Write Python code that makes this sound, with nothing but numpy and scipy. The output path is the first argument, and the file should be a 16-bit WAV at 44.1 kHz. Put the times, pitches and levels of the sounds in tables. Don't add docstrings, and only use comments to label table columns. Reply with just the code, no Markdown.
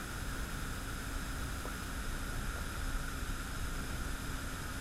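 import sys
import numpy as np
from scipy import signal
from scipy.fft import rfft, irfft
from scipy.io import wavfile
from scipy.ndimage import uniform_filter1d

SR = 44100
rng = np.random.default_rng(int(sys.argv[2]) if len(sys.argv) > 2 else 0)


def bounce(signal):
    frames = np.transpose(np.atleast_2d(signal))
    limited = np.clip(frames, -1, 1)
    pcm = np.round(limited * 32767).astype(np.int16)
    wavfile.write(sys.argv[1], SR, pcm)


def volts(x):
    e = np.asarray(x, float) / 20
    return 10 ** e


N = 211724

# f/Hz, width/Hz, level/dB
CAN_AIR = [(1274, 105, -3), (1407, 130, 2), (1504, 140, -6.5), (1623, 74, -4.5), (1770, 200, -8.5)]
# f/Hz, width/Hz, level/dB
GLASS_RINGS = [(2364, 200, -2), (2520, 310, -5), (2980, 240, -7), (3480, 420, -2), (3790, 150, 0),
               (5076, 204, 1.5), (6450, 600, -5), (7530, 600, -5.5), (8240, 180, -10), (8580, 400, -9),
               (10200, 430, -7.5), (10920, 630, -5), (12840, 700, -11)]
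# f/Hz, level/dB
HISS_COLOUR = [(700, -24), (1500, 0), (2100, -2.5), (3900, -5.5), (4200, -7), (9500, -7), (11500, -9.5),
               (13500, -12.5), (15000, -14), (15200, -18), (15900, -20)]
# f/Hz, width/Hz, level/dB
FLECK_RING = [(11220, 110, 0)]
# t/s, level/dB
FLECK_CLUMPS = [(.035, -66), (.205, -66), (.365, -68), (.445, -67), (.69, -68), (1.235, -67), (1.749, -60),
                (1.785, -64), (1.945, -63), (2.0, -64), (2.2, -66), (2.256, -65), (2.44, -64), (2.56, -64),
                (2.694, -64), (2.86, -62), (3.11, -68), (4.743, -62), (4.785, -67)]
# f/Hz, level per Hz/dB
ROOM_AIR = [(4, -26), (8, 2), (20, -1), (40, 4), (65, -1), (100, -9), (170, -12.5), (260, -17.5),
            (360, -20), (600, -23), (1100, -27), (1500, -41)]
# t/s, level over the steady rumble/dB, half length/s
AIR_SWELLS = [
    (.28, 2.5, 0.089),
    (1.19, 1, 0.062),
    (1.42, 3, 0.13),
    (2.12, 0, .08),
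    (2.43, 1, 0.093),
    (2.97, 1, .1),
    (3.3, 6.5, .07),
    (3.62, 6, .07),
    (4.03, 3.5, .12),
    (4.634, -3, 0.089),
]
# f/Hz, level/dB
MOTOR_HUM = [(60.4, -54.5), (200.4, -59), (267.1, -55), (335.7, -67), (241.4, -65), (294, -66.5)]
# f/Hz, level/dB
CAMERA_WHINE = [(6594, -82), (9410, -86), (9890, -85), (10429, -85), (12647, -85)]
# f/Hz, level/dB
SHAFT_SHAKE = [(28.6, -49)]
# t/s, level over the steady shake/dB, half length/s
HARD_SHAKES = [
    (.65, 4, .08),
    (2.155, 4.5, .1),
    (2.42, 2, .1),
    (2.94, 8.5, 0.14),
    (3.75, 9.5, 0.088),
    (4.62, 4, 0.09),
]
# t/s, peak level/dB, f/Hz, t60/s
BIG_BUBBLES = [
    (1.6558, -33.5, 481, 0.039),
    (2.561, -42, 530, 0.04),
    (2.584, -38.5, 555, 0.042),
]
# t/s, peak level/dB, f/Hz, t60/s
CAN_KNOCKS = [
    (1.681, -32.5, 1290, 0.029),
    (1.702, -41, 1424, 0.035),
]
# f/Hz, share/0-1
TREBLE_GAPS = [(11500, 0), (12800, .08), (13400, .45), (14500, .66), (14850, .66), (15120, 1)]

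FOAM_DB, FOAM_GROWS_DB_PER_S = -46.5, 0.12
SURGE_EVENED_S = 0.14
CAN_DB = -2
CAN_STIRRED_DB, CAN_STIRRED_S = -11, 0.05
FLECKS_DB, CLUMPS_LIFT_DB, CLUMP_HALF_S = -75, 1, 0.016
ROOM_DB, RUMBLE_DB, RUMBLE_RISE_S = -47, -45.5, 0.06
GAPS_START_S = 1.9


def shape(x, points=(), modes=()):
    hz = np.maximum(np.fft.rfftfreq(N, 1 / SR), 1)
    power = 1e-18 * hz
    if len(points):
        point_hz, point_db = np.transpose(points)
        power = power + volts(np.interp(np.log(hz), np.log(point_hz), point_db, -80, -80)) ** 2
    for centre, width, db in modes:
        power = power + volts(db) ** 2 / (1 + (1.46 * (hz - centre) / width) ** 2) ** 2
    y = irfft(rfft(x) * np.sqrt(power), N)
    return y / np.std(y)


def walk(rate):
    hold = int(SR / rate)
    steps = np.repeat(rng.standard_normal(N // hold + 1), hold)
    return 0.92 * uniform_filter1d(steps, hold)[:N]


def swells(base_db, events):
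    t = np.arange(N) / SR
    rises = sum(volts(db) ** 2 * np.exp(-((t - s) / half) ** 2) for s, db, half in events)
    return np.sqrt(volts(base_db) ** 2 + rises)


def bursts(per_s, spread_db):
    size_luck, time_luck, sign_luck = rng.random((3, N))
    size = volts(-spread_db * np.log(size_luck + 1e-9))
    return (time_luck < per_s / SR) * size * np.sign(sign_luck - 0.5)


def fizz():
    surge = walk(22.03)
    surge = 1.2 * (surge - uniform_filter1d(surge, int(SURGE_EVENED_S * SR)))
    can = shape(bursts(per_s=5000, spread_db=2.1), modes=CAN_AIR)
    hiss = shape(bursts(per_s=16000, spread_db=1.17), HISS_COLOUR, GLASS_RINGS)
    flecks = shape(bursts(per_s=1500, spread_db=0.0), modes=FLECK_RING)

    stir_s = BIG_BUBBLES[0][0] + CAN_STIRRED_S / 2
    stirred = swells(CAN_DB, [(stir_s, CAN_STIRRED_DB, CAN_STIRRED_S)])
    clumps = swells(FLECKS_DB, [(s, db + CLUMPS_LIFT_DB, CLUMP_HALF_S) for s, db in FLECK_CLUMPS])
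    foam = volts(FOAM_DB + FOAM_GROWS_DB_PER_S * np.arange(N) / SR)
    surging = can * stirred * volts(0.52 * surge) + hiss * volts(0.5 * surge - 3.5)
    return foam * surging + flecks * clumps


def room():
    air = shape(rng.standard_normal(N), ROOM_AIR)
    low = signal.sosfilt(signal.butter(4, 100, fs=SR, output="sos"), air)
    high = signal.sosfilt(signal.butter(4, 100, "high", fs=SR, output="sos"), air)
    rise = np.minimum(np.arange(N) / SR / RUMBLE_RISE_S, 1) ** 2
    gusts = volts(RUMBLE_DB) * swells(0, AIR_SWELLS) * rise
    tone_level = volts(ROOM_DB - 0.5 + 0.67 * walk(5.67))
    return low / np.std(low) * gusts + high / np.std(high) * tone_level


def tones(table, wobble_db, drift):
    t = np.arange(N) / SR
    out = np.zeros(N)
    for hz, db in table:
        level = np.sqrt(2) * volts(db + wobble_db * walk(4.23))
        out += level * np.sin(2 * np.pi * hz * t + drift * walk(2.895))
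    return out


def motor():
    shake = tones(SHAFT_SHAKE, wobble_db=1.7, drift=0.6) * swells(0, HARD_SHAKES)
    return tones(MOTOR_HUM, wobble_db=1.5, drift=0.58) + shake


def bubbles(table, wall, splash_db):
    out = np.zeros(N)
    t = np.arange(int(0.12 * SR)) / SR
    for s, db, hz, t60 in table:
        turn = 2 * np.pi * hz * (t + 1.2 * t ** 2)
        answer = np.sin(0.873 * turn) + 0.94 * np.sin(1.2 * turn) + 0.66 * np.sin(2.06 * turn)
        decay = np.exp(-np.log(1000) * t / t60)
        attack = 1 - np.exp(-t / 0.0015)
        ring = (np.sin(turn) + wall * answer) * decay * attack
        dull_noise = signal.lfilter([1], [1, -0.9], rng.standard_normal(len(t)))
        splash = dull_noise * np.exp(-t / 0.01)
        i = int((s - 0.002) * SR)
        out[i:i + len(t)] += volts(db + 3.0) * ring + volts(db + splash_db) * splash
    return out


def scene():
    whine = tones(CAMERA_WHINE, wobble_db=0.72, drift=0.4)
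    glugs = bubbles(BIG_BUBBLES, wall=0.55, splash_db=-21)
    plinks = bubbles(CAN_KNOCKS, wall=0.1, splash_db=-32)
    return (fizz() + room() + motor() + whine + glugs + plinks)[None]


def patchy_treble(dry):
    hz, s, cells = signal.stft(dry[0], SR, nperseg=2048, noverlap=1536)
    luck = uniform_filter1d(rng.standard_normal(cells.shape), size=4, axis=0)
    luck = uniform_filter1d(luck, size=6, axis=1)
    rank = luck.ravel().argsort().argsort().reshape(luck.shape) / luck.size
    share = np.interp(hz, *np.transpose(TREBLE_GAPS))[:, None]
    late = s > GAPS_START_S
    empty = (rank < share) & late
    lift = np.where(late, 1 / np.sqrt(1.05 - share), 1)
    return signal.istft(cells * lift * ~empty, SR, nperseg=2048, noverlap=1536)[1][None, :N]


def band_limit(x):
    return signal.sosfilt(signal.butter(12, 15725, fs=SR, output="sos"), x)


def record(dry):
    mix = patchy_treble(dry)
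    return band_limit(mix)


dry = scene()
out = record(dry)
bounce(out)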